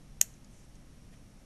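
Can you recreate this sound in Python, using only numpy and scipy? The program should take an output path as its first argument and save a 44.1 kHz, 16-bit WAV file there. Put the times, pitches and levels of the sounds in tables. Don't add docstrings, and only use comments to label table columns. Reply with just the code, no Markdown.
import sys
import numpy as np
from scipy import signal
from scipy.fft import rfft, irfft
from scipy.io import wavfile

SR = 44100
rng = np.random.default_rng(int(sys.argv[2]) if len(sys.argv) > 2 else 0)


def to_wav(s):
    ch = np.atleast_2d(s).T
    pcm = np.round(np.clip(ch, -1, 1) * 32767)
    wavfile.write(sys.argv[1], SR, pcm.astype(np.int16))


N = 63945

SCRAPE_COLOUR = [(1300, -36), (2500, -13.5), (4800, -19.5), (6150, -2.5), (7000, -7.5), (8500, -9.5),
                 (12000, -18.5), (12600, -54)]
# (f/Hz, relative level/dB)
CRACK_COLOUR = [(240, 9.5), (380, -11.5), (750, -7), (1050, -3.5), (1350, -20), (2500, -4), (4900, -13.5),
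                (6400, 1.5), (9000, 6.5), (13800, 5), (15000, -5.5)]
SNAP_S, RING_GAIN_DB = .2131, 22


def jaw_snap(t):
    swell = (t < 0) * np.exp(-abs(t) / 0.00072)
    lead_in = undb(-22.5) * swell * noise(SCRAPE_COLOUR)
    crack = undb(-33.5) * fade(t, t60=0.011) * noise(CRACK_COLOUR)
    return lead_in + crack + undb(RING_GAIN_DB) * steel_ring(t)


# (f/Hz, width/Hz, relative level/dB)
STEEL_MODES = [(803.6, 412, -26.5), (1850, 256, -18), (2792, 461.0, -15.5), (3006, 204, -22.5),
               (3654, 150, -22), (4350, 373.0, -19.3), (5647, 385.0, -7), (6594, 325.0, -0.5),
               (6826, 440, 0.2), (7600, 210, -8.5), (8386, 220, -9.5), (8710, 508.0, -13),
               (10310, 362.0, -10.5), (11120, 1041, -15), (12320, 441.0, -16), (14044.0, 510, -11)]


def steel_ring(t):
    order = 4
    age = np.maximum(t, 0)
    ring = 0
    for hz, width, db in STEEL_MODES:
        damping = np.pi * width / np.sqrt(2 ** (1 / order) - 1)
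        swell = age ** (order - 1) * np.exp(-damping * age)
        swell *= 2 / swell.sum()
        ring += undb(db) * swell * np.sin(2 * np.pi * hz * age)
    return ring


# (delay t/s, level/dB relative to the direct ring)
NEAR_REFLECTIONS = [(.0073, -31), (.0085, -34), (.011, -31), (.0124, -27.5), (.016, -31)]
# (f/Hz, relative level/dB)
EARLY_COLOUR = [(200, -15), (500, -7), (1200, -12.5), (1900, -3.5), (2300, -11.5), (3000, -2.5),
                (3600, -18), (4400, -4), (4950, -17.5), (5650, 0.5), (6700, 7), (7600, -0.5), (8200, 4),
                (9300, -5), (11200, -3), (12700, 1.5), (14200, -1), (14900, -14.5)]
# (f/Hz, relative level/dB)
TAIL_COLOUR = [(500, -5.5), (1200, -13), (1900, -6), (3000, -4), (3600, -13.5), (4400, -1.5), (4950, -12),
               (5650, 0.5), (6600, 5.5), (8200, -1), (9500, -3.5), (12500, -4.5), (13300, -32.5),
               (14500, -51)]


def room_echo(t):
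    mirrored = sum(undb(RING_GAIN_DB + db) * steel_ring(t - delay) for delay, db in NEAR_REFLECTIONS)
    age = t - .007
    early = undb(-40.5) * fade(age, t60=0.1107) * noise(EARLY_COLOUR)
    tail = undb(-51.5) * fade(age, t60=0.37) * noise(TAIL_COLOUR)
    return mirrored + early + tail


# (t/s, level/dB, t60/s, ring f/Hz, width/octaves)
TOUCHES = [(0.3392, -54.5, 0.025, 6500, .25), (0.4453, -50.5, 0.015, 6000, .45),
           (0.6483, -59, 0.02, 8600, .3), (0.7544, -59, 0.026, 6100, 0.66)]
# (offset from centre/widths, relative level/dB)
TOUCH_BAND = [(-3, -30), (-.7, -6), (0, 0), (.7, -7), (1.5, -45)]


def instrument_ticks(t):
    ticks = 0
    for at, db, t60, hz, octaves in TOUCHES:
        colour = [(hz * 2 ** (offset * octaves), level) for offset, level in TOUCH_BAND]
        attack = np.clip((t - at) / 0.00069, 0, 1)
        ticks += undb(db) * attack * fade(t - at, t60) * noise(colour)
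    return ticks


# (middle t/s, half length/s, level/dB)
STEEL_SLIDES = [(0.548, 0.045, -68.5), (0.603, 0.028, -69)]
# (middle t/s, half length/s, level/dB)
PAD_BRUSHES = [(0.345, 0.042, -67.5), (0.638, 0.01, -63.5), (0.752, 0.01, -65), (1.139, 0.018, -61.5)]
BRUSH_COLOUR = [(150, 11), (600, 4.5), (1300, -5.5), (1850, 1), (3100, -2), (3900, -7), (5500, -6.5),
                (11500, -12), (12600, -50)]


def handling_rubs(t):
    rubs = 0
    for strokes, colour in (STEEL_SLIDES, SCRAPE_COLOUR), (PAD_BRUSHES, BRUSH_COLOUR):
        swells = sum(undb(db) * np.exp(-((t - at) / half) ** 2) for at, half, db in strokes)
        rubs += swells * noise(colour)
    return rubs


# (f/Hz, relative level/dB)
RUMBLE_COLOUR = [(8, 0), (26, 2.5), (45, -4), (62, -10), (82, -6.5), (140, -6.5), (170, -10), (245, -11),
                 (400, -23.5), (560, -23), (700, -27), (1200, -34.5), (3000, -72), (12000, -100)]
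# (f/Hz, relative level/dB)
HISS_COLOUR = [(300, 2.5), (2000, 4.5), (3500, 1), (5150, -0.5), (5550, 5.5), (7300, -2), (11950, -3),
               (12450, -40), (16000, -48)]
# (f/Hz, rms level/dB)
HUM_AND_WHINE = [(45, -63.5), (150.7, -69.5), (197, -70), (1265, -85), (9189, -82.5)]


def noise_floor(t):
    tones = 0
    for hz, db in HUM_AND_WHINE:
        tones += undb(db) * np.sqrt(2) * np.sin(2 * np.pi * (hz * t + rng.random()))
    rumble = undb(-53.5) * noise(RUMBLE_COLOUR)
    hiss = undb(-67) * noise(HISS_COLOUR)
    return rumble + hiss + tones


def undb(db):
    return 10 ** (np.asarray(db) / 20)


def noise(colour):
    hz, db = np.array(colour, float).T
    bin_hz = np.maximum(np.arange(N // 2 + 1) * SR / N, 1)
    gain = undb(np.interp(np.log(bin_hz), np.log(hz), db))
    coloured = irfft(rfft(rng.standard_normal(N)) * gain, N)
    return coloured / np.std(coloured)


def fade(t, t60):
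    return (t >= 0) * np.exp(-np.log(1000) * np.maximum(t, 0) / t60)


def scene():
    t = np.arange(N) / SR
    snap = jaw_snap(t - SNAP_S) + room_echo(t - SNAP_S)
    mono = snap + instrument_ticks(t) + handling_rubs(t) + noise_floor(t)
    return np.array([mono, mono])


def record(dry):
    return signal.sosfilt(signal.ellip(8, .2, 80, 14900, fs=SR, output="sos"), dry)


dry = scene()
out = record(dry)
to_wav(out)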